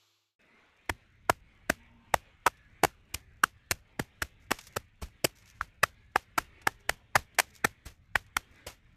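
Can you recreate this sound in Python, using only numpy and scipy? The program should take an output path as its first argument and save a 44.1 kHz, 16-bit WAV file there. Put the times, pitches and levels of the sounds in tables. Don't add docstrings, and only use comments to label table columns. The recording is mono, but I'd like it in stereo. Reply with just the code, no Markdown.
import sys
import numpy as np
from scipy import signal
from scipy.fft import rfft, irfft
from scipy.io import wavfile
from scipy.ndimage import uniform_filter1d

SR = 44100
rng = np.random.default_rng(int(sys.argv[2]) if len(sys.argv) > 2 else 0)


def output_pcm(signal):
    pcm = np.clip(np.atleast_2d(signal).T, -1, 1) * 32767
    wavfile.write(sys.argv[1], SR, np.round(pcm).astype(np.int16))


N = 395136
TIME = np.arange(N) / SR

# [t/s, crack length scale/s, left over right level/dB, lag of the right side/s, husk level/dB,
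#   knock f/Hz, knock level/dB, shell f/Hz, shell level/dB, snap level/dB,
#   thud f/Hz (the swing starts 1.1 times higher), thud level/dB, straw crunch level/dB]
BLOWS = [(0.8985, 0.0055, -22, -0.0024, -29, 870, -24.5, 1870, -22, -31, 95, -28.5, -72),
         (1.2976, 0.0041, -32.5, 0.0022, -23, 820, -13, 1420, -17, -23.5, 144.6, -29.5, -64),
         (1.698, 0.004, 15, -0.0031, -19.5, 624, -22, 1630, -16.5, -24, 102, -30.5, -60.5),
         (2.1406, 0.0033, 34.5, -0.0024, -31.5, 772, -12.5, 1874, -19.5, -23.5, 110.5, -31, -60.5),
         (2.4673, 0.0051, 7, 0.0093, -28, 920, -13, 1244, -14.5, -23, 139.7, -35, -64),
         (2.8374, 0.0041, 2, 0.012, -17.5, 757, -13, 1676, -18.5, -19, 138.4, -29, -57.5),
         (3.1442, 0.0051, -9, 0.0025, -41.5, 1110, -38, 2300, -36.5, -25, 92, -32, -64.5),
         (3.4394, 0.0045, 2, 0.0007, -30, 798, -20, 1347, -12, -21, 204, -39.5, -63),
         (3.713, 0.0029, -3.5, -0.0058, -35.5, 782, -26.5, 1735, -21.5, -18.5, 102, -27.5, -62.5),
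         (3.995, 0.005, -27.5, 0.0033, -22.5, 790, -28.5, 1730, -26.5, -31.5, 187, -28.5, -62),
         (4.2224, 0.0069, 19.5, -0.0023, -33.5, 701, -35.5, 1578, -21.5, -27, 80.5, -31, -63.5),
         (4.5097, 0.0034, 10, -0.0077, -22.5, 1006, -21, 1776, -21.5, -23, 211, -33, -56),
         (4.7647, 0.0051, 13.5, -0.0047, -29, 545, -27.5, 1426, -25, -27.5, 122.7, -35, -67),
         (5.0245, 0.012, 3.5, -0.0045, -41, 872, -38.5, 1534, -48, -39.5, 75.8, -27.5, -62),
         (5.249, 0.0075, 2.5, -0.0004, -20, 586, -19.5, 1268, -16.5, -16.5, 184.5, -36.5, -62),
         (5.6119, 0.00056, 3, 0.0002, -56, 1100, -41.5, 1410, -21, -55.5, 72.8, -39.5, -66),
         (5.8356, 0.0054, 0.5, -0.0016, -24.5, 965, -18.5, 1534, -10.5, -21, 135.5, -39.5, -61),
         (6.1603, 0.0019, 6, 0.0024, -27, 910, -14.5, 1673, -17.5, -31, 89.2, -38.5, -59.5),
         (6.3824, 0.006, 0, 0.0031, -30.5, 960, -18, 1430, -16.5, -23, 159, -31.5, -58.5),
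         (6.6725, 0.0021, -6.5, 0.0023, -28, 924, -17, 1680, -16, -24.5, 146, -34, -61.5),
         (6.8928, 0.0031, 31, -0.0032, -34.5, 740, -24, 1750, -17.5, -23.5, 80.2, -26, -60),
         (7.1597, 0.0076, -7.5, 0.0002, -35.5, 940, -13, 1800, -12, -20.5, 134, -25, -55.5),
         (7.3899, 0.005, -0.5, 0.011, -43.5, 790, -16.5, 1825, -13.5, -15.5, 101.2, -54.5, -57),
         (7.6495, 0.0063, 1.5, -0.0005, -25.5, 877, -11.5, 1510, -15, -21.5, 164.5, -33, -61.5),
         (7.8633, 0.013, 3, -0.0005, -50.5, 983, -44.5, 1525, -51, -42, 69, -36, -62.5),
         (8.155, 0.004, -28.5, 0.0036, -35.5, 836, -21.5, 1724, -14, -30, 87, -31.5, -60.5),
         (8.3691, 0.0033, 2, 0.0009, -35, 692, -26.5, 1550, -16.5, -23.5, 68.4, -37.5, -64),
         (8.6694, 0.0065, 7, -0.002, -47, 570, -37, 1570, -44, -36.5, 78, -43.5, -56.5)]
# [t/s, peak level/dB before sharing between sides, f/Hz, left over right level/dB]
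HUSK_BITS = [(0.9794, -64, 2260, -1.0), (1.111, -54, 7000, -0.5), (2.571, -52.5, 2160, 3),
             (3.5782, -63, 1597, 1), (4.5881, -29.5, 1995, -8), (4.67, -34, 5870, -9),
             (5.266, -34.5, 5700, -7), (5.424, -48.5, 1770, 2), (6.6172, -42, 1850, 1.5),
             (7.3474, -47.5, 2674, 3), (7.5404, -51, 4620, 3), (8.2647, -51.5, 2264, 5),
             (8.513, -52, 7000, 2)]
# [start t/s, length/s, level/dB]
ROLLS = [(4.399, .04, -70), (4.552, .13, -55), (4.701, 0.044, -68), (5.35, 0.058, -60.5),
         (5.45, 0.057, -61.5), (5.536, 0.054, -70), (6.788, .025, -74), (7.413, 0.093, -65),
         (7.53, 0.042, -56), (8.487, 0.086, -75.5), (8.7, 0.031, -60)]
# [start t/s, end t/s, start f/Hz, end f/Hz, level/dB]
FAR_TONES = [(0.464, 0.603, 900, 1044, -73), (0.466, 0.604, 1980, 2160, -68),
             (1.685, 2.18, 236.4, 233, -64.5), (1.742, 2.172, 912, 924, -71.5),
             (1.798, 2.15, 1064, 1036, -78), (2.477, 2.707, 1800, 1637, -66.5),
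             (2.892, 3.356, 405, 375, -77), (5.848, 6.15, 1576, 1743, -74), (6.35, 6.68, 1823, 1820, -72),
             (6.543, 7.001, 421, 397, -71.5)]
# [t/s, level/dB before HISS_DB is added]
HISS_LEVEL = [(0.55, -69), (0.71, -68), (1.34, -71), (2.79, -67.5), (3.47, -73.5), (4.13, -67),
              (4.39, -71.5), (4.71, -68.5), (4.85, -73.5), (5.44, -67.5), (5.86, -73.5), (6.58, -66),
              (7.12, -71.5), (7.38, -66.5), (8.15, -77), (8.36, -68), (8.57, -65.5), (8.95, -73.5)]
# [f/Hz, level/dB before HUM_DB is added]
MOTOR_HUM = [(102.3, -89), (339.1, -93), (419.9, -100), (834.4, -99)]
# [f/Hz, level/dB before HUM_DB is added]
GEAR_WHINE = [(1206, -94), (2288, -92), (3451, -89), (4247, -91), (4673, -94), (5561, -90), (6896, -98)]
# [f/Hz, relative level/dB]
SNAP_COLOUR = [(1200, -29), (2300, 3), (3150, 0.5), (4000, -5), (5000, 1), (6500, -2), (8400, -0.5),
               (9800, -6), (14000, -5.5), (16000, -22)]
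# [f/Hz, relative level/dB]
STRAW_COLOUR = [(100, -1.5), (400, 3.5), (1000, 0.5), (2500, 1.5), (4000, -2.5), (6500, -3.5), (9500, -11),
                (13500, -9.5), (16000, -21)]
# [f/Hz, relative level/dB]
SHIFTING_COLOUR = [(300, -23.5), (2000, -4.5), (4000, -2.5), (6500, 1), (9500, -11), (13500, -8),
                   (16000, -25)]
# [f/Hz, relative level/dB]
RUMBLE_COLOUR = [(12, -34), (20, -1.5), (107, -2), (145, -13.5), (189, -12.5), (280, -25), (300, -21),
                 (390, -59.5), (660, -120)]
# [f/Hz, relative level/dB]
HISS_COLOUR = [(120, -13.5), (200, -6), (330, -8), (600, -10.5), (1000, -13), (1400, -10), (2200, -5),
               (2900, -12), (3700, -16), (4800, -28.5), (8000, -34), (15000, -50)]
# [f/Hz, relative level/dB]
BRUSH_COLOUR = [(200, -35), (380, -13), (650, -16), (1200, -8), (1800, -16), (2800, -7.5), (4200, -5),
                (5200, -12.5), (7600, -13), (9000, -38), (11800, -15), (14000, -40.5)]

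LEAD_S = 0.015
THUD_EARLY_S = 0.003
ROLL_ATTACK_S, ROLL_RELEASE_S = 0.012, 0.016
STIR_DB = -85.5
WIND_DB, WIND_RISES_AT_S, WIND_RISE_S = -60.5, 0.88, 0.1
GUST_DB, GUSTS_PER_S = 2, 6.2
AIR_START_S = 0.392
HISS_DB, WANDER_DB = 5, 1.5
GRINDER_GONE_S, GRINDER_FADE_POWER = 0.37, 0.96
HUM_DB, BRUSH_DB = 9, -66
EDGE_HZ = 14550


def hammer():
    out = np.zeros((2, N))
    for s, length, pan_db, lag, *colour, thud_hz, thud_db, crunch_db in BLOWS:
        crack_sound = crack(max(length, 0.001), *colour, LEAD_S)
        straw = crunch(crunch_db)
        phases = rng.uniform(0, 2 * np.pi) + rng.normal(0, 1.2, 2)
        gains = sides(pan_db)
        delays = [max(-lag, 0), max(lag, 0)]
        for side in range(2):
            add(out[side], s + delays[side] - LEAD_S - 0.0004, gains[side] * crack_sound)
            low = thud(thud_hz, thud_db, phases[side]) / np.sqrt(2)
            add(out[side], s - THUD_EARLY_S, low)
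            add(out[side], s, straw[side])
    return out


def crack(length, husk_db, knock_hz, knock_db, shell_hz, shell_db, snap_db, lead, run_on_db=-26, snap_run_on_db=-19):
    t = np.arange(4096) / SR - lead
    f = np.fft.rfftfreq(4096, 1 / SR) + 1
    u = abs(t) / (0.53 * length)
    press = np.exp(-0.5 * u ** np.where(t < 0, 4, 2.5))
    give = np.exp(-abs(t) / np.where(t < 0, 0.0028, 0.008))

    knock = resonance(f, knock_hz, 1.3)
    overtone = power_of(-14.5) * resonance(f, 1.664 * shell_hz, 4.7)
    shell = resonance(f, shell_hz, 2.3) + overtone
    nut = power_of(knock_db) * knock / knock.sum() + power_of(shell_db) * shell / shell.sum()
    nut_db = 10 * np.log10(nut.sum())

    body_tear = tearing(press + gain_of(run_on_db) * give, 0.94)
    body = irfft(body_tear * np.sqrt(nut))
    husk_tear = tearing(press + gain_of(-19.5) * give, 0.57)
    husk = irfft(husk_tear * np.sqrt(resonance(f, 300, 0.79)))
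    snap_tear = tearing(press + gain_of(snap_run_on_db) * give, 2.8, size=241)
    snap = coloured(irfft(snap_tear), SNAP_COLOUR)
    return burst(husk, husk_db) + burst(body, nut_db) + burst(snap, snap_db)


def tearing(force, spread_db, size=31):
    spectrum = rfft(crackle(len(force), spread_db) * force)
    return spectrum / np.sqrt(uniform_filter1d(abs(spectrum) ** 2, size) + 1e-12)


def thud(hz, db, phase, settle_hz=48, soil_db=-4):
    t = np.arange(8192) / SR
    falling_hz = settle_hz + (1.1 * hz - settle_hz) * np.exp(-t / 0.023)
    turns = np.cumsum(falling_hz) / SR
    swing = t * np.exp(-t / 0.007) * np.sin(2 * np.pi * turns + phase)
    soil = ring(rng.standard_normal(len(t)) * np.exp(-t / 0.022), 46, 0.49)
    return burst(swing, db) + burst(soil, db + soil_db)


def crunch(db, after=0.061):
    t = np.arange(11025) / SR
    t60, settled = 0.2, 0.13
    clumps = evened(uniform_filter1d(rng.standard_normal((2, len(t))), size=260, axis=1))
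    crumbs = coloured(crackle((2, len(t)), 3.4), STRAW_COLOUR)
    grains = evened(crumbs * gain_of(2.4 * clumps))
    onset = 1 - np.exp(-t / 0.001)
    dying = gain_of(db - 60 * (t - after) / t60) * np.exp(-(t / settled) ** 4)
    return grains * onset * dying


def bits():
    out = np.zeros((2, N))
    t = np.arange(2048) / SR
    for s, db, hz, pan_db in HUSK_BITS:
        tick = ring(crackle(len(t), 2.2) * np.exp(-t / 0.0066), hz, 0.27)
        for side, gain in enumerate(sides(pan_db)):
            add(out[side], s, gain * gain_of(db) * tick / abs(tick).max())
    return out


def rustle(ticks_per_s=90, ticks_db=3, tick_s=0.002, clump_db=3.0):
    clumps = evened(uniform_filter1d(rng.standard_normal((2, N)), size=700, axis=1))
    scrape_noise = coloured(rng.standard_normal((2, N)), SHIFTING_COLOUR)
    scrape = evened(scrape_noise * gain_of(clump_db * clumps))
    snaps = (rng.random((2, N)) < ticks_per_s / SR) * rng.exponential(1, (2, N))
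    dying = signal.lfilter([1], [1, -np.exp(-1 / (tick_s * SR))], snaps)
    ticks = coloured(dying * rng.standard_normal((2, N)), SHIFTING_COLOUR)
    motion = gain_of(STIR_DB) * outdoors() + sum(roll(*row) for row in ROLLS)
    return motion * evened(scrape + gain_of(ticks_db) * ticks)


def roll(start, length, db):
    t = np.maximum(TIME - start, 0)
    rise = np.minimum(t / ROLL_ATTACK_S, 1)
    fall = np.exp(-np.clip((t - length) / ROLL_RELEASE_S, 0, 20))
    return gain_of(db) * rise * fall


def wind(shared=0.7, calm=0.1):
    noise = rng.standard_normal((2, N)) + shared * rng.standard_normal(N)
    rumble = coloured(noise, RUMBLE_COLOUR)
    risen = (1 + np.tanh((TIME - WIND_RISES_AT_S) / WIND_RISE_S)) / 2
    strength = calm + (1 - calm) * risen
    return gain_of(WIND_DB + GUST_DB * wander(GUSTS_PER_S)) * strength * rumble * outdoors()


def air(patch_db=3.0, wisp_db=3, wavers_per_s=7):
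    noise = coloured(rng.standard_normal((2, N)), HISS_COLOUR)
    z = signal.stft(noise, nperseg=2048, noverlap=1536)[2]
    drift_db = patch_db * patches(z.shape, size=(30, 12)) + wisp_db * patches(z.shape, size=(3, 10))
    hiss = evened(signal.istft(z * gain_of(drift_db), nperseg=2048, noverlap=1536)[1][:, :N])
    level = gain_of(HISS_DB + WANDER_DB * wander(wavers_per_s)) * curve(HISS_LEVEL)
    return level * hiss * outdoors()


def outdoors():
    return np.clip((TIME - AIR_START_S) / 0.0019, 0, 1)


def far_tones(blur=0.021):
    out = np.zeros((2, N))
    for start, end, start_hz, end_hz, db in FAR_TONES:
        n = max(int((end - start) * SR), 1000)
        pole = np.exp(-np.pi * blur * start_hz / SR)
        turn = np.exp(2j * np.pi * np.cumsum(np.linspace(start_hz, end_hz, n)) / SR)
        for side in out:
            noise = rng.standard_normal(n) + 1j * rng.standard_normal(n)
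            flutter = signal.lfilter([1], [1, -pole], noise)
            tone = (turn * flutter).real * signal.windows.tukey(n, 0.4)
            add(side, start, gain_of(db) * evened(tone))
    return out


def grinder():
    hum = sum(gain_of(db) * np.sin(2 * np.pi * (hz * TIME + rng.random((2, 1)))) for hz, db in MOTOR_HUM + GEAR_WHINE)
    brush = coloured(rng.standard_normal((2, N)), BRUSH_COLOUR)
    fade = np.maximum(1 - TIME / GRINDER_GONE_S, 0) ** GRINDER_FADE_POWER
    return fade * (gain_of(HUM_DB) * hum + gain_of(BRUSH_DB) * brush)


def gain_of(db):
    return 10 ** (np.asarray(db) / 20)


def power_of(db):
    return gain_of(db) ** 2


def evened(x):
    return x / np.sqrt(np.mean(x ** 2) + 1e-20)


def burst(x, db):
    return gain_of(db) * x / np.sqrt(np.sum(x ** 2) / (SR / 100) + 1e-20)


def curve(rows):
    return gain_of(np.interp(TIME, *np.transpose(rows)))


def coloured(x, points):
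    f, db = np.transpose(points)
    hz = np.fft.rfftfreq(x.shape[-1], 1 / SR)
    gains = gain_of(np.interp(np.log(hz + 1), np.log(f + 1), db))
    return evened(irfft(rfft(x) * gains, x.shape[-1]))


def ring(x, hz, q):
    b, a = signal.iirpeak(min(hz, SR * 0.45), max(q, 0.3), SR)
    return signal.lfilter(b, a, signal.lfilter(b, a, x))


def resonance(f, hz, q):
    return 1 / (1 + (q * (f / hz - hz / f)) ** 2) ** 2


def crackle(shape, spread_db):
    return rng.standard_normal(shape) * gain_of(spread_db * np.minimum(rng.exponential(1, shape), 5))


def patches(shape, size):
    field = uniform_filter1d(rng.standard_normal(shape), size[0], axis=1)
    return evened(uniform_filter1d(field, size[1], axis=2))


def wander(rate):
    t = np.linspace(0, N / SR, num=1000)
    speeds = rate * np.geomspace(0.1, 1, num=20)
    slow = sum(np.sin(2 * np.pi * (f * t + rng.random())) for f in speeds)
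    return np.interp(TIME, t, evened(slow))


def sides(pan_db):
    g = gain_of([pan_db / 2, -pan_db / 2])
    return g / np.linalg.norm(g)


def add(track, s, sound):
    part = track[max(round(s * SR), 0):][:len(sound)]
    part += sound[:len(part)]


def scene():
    return hammer() + bits() + rustle() + wind() + air() + far_tones() + grinder()


def record(dry):
    rounded = dry / (1 + dry ** 6) ** (1 / 6)
    lowpass = signal.firwin(127, EDGE_HZ, window=("kaiser", 9), fs=SR)
    return signal.oaconvolve(rounded, lowpass[None], "same", axes=1)


dry = scene()
out = record(dry)
output_pcm(out)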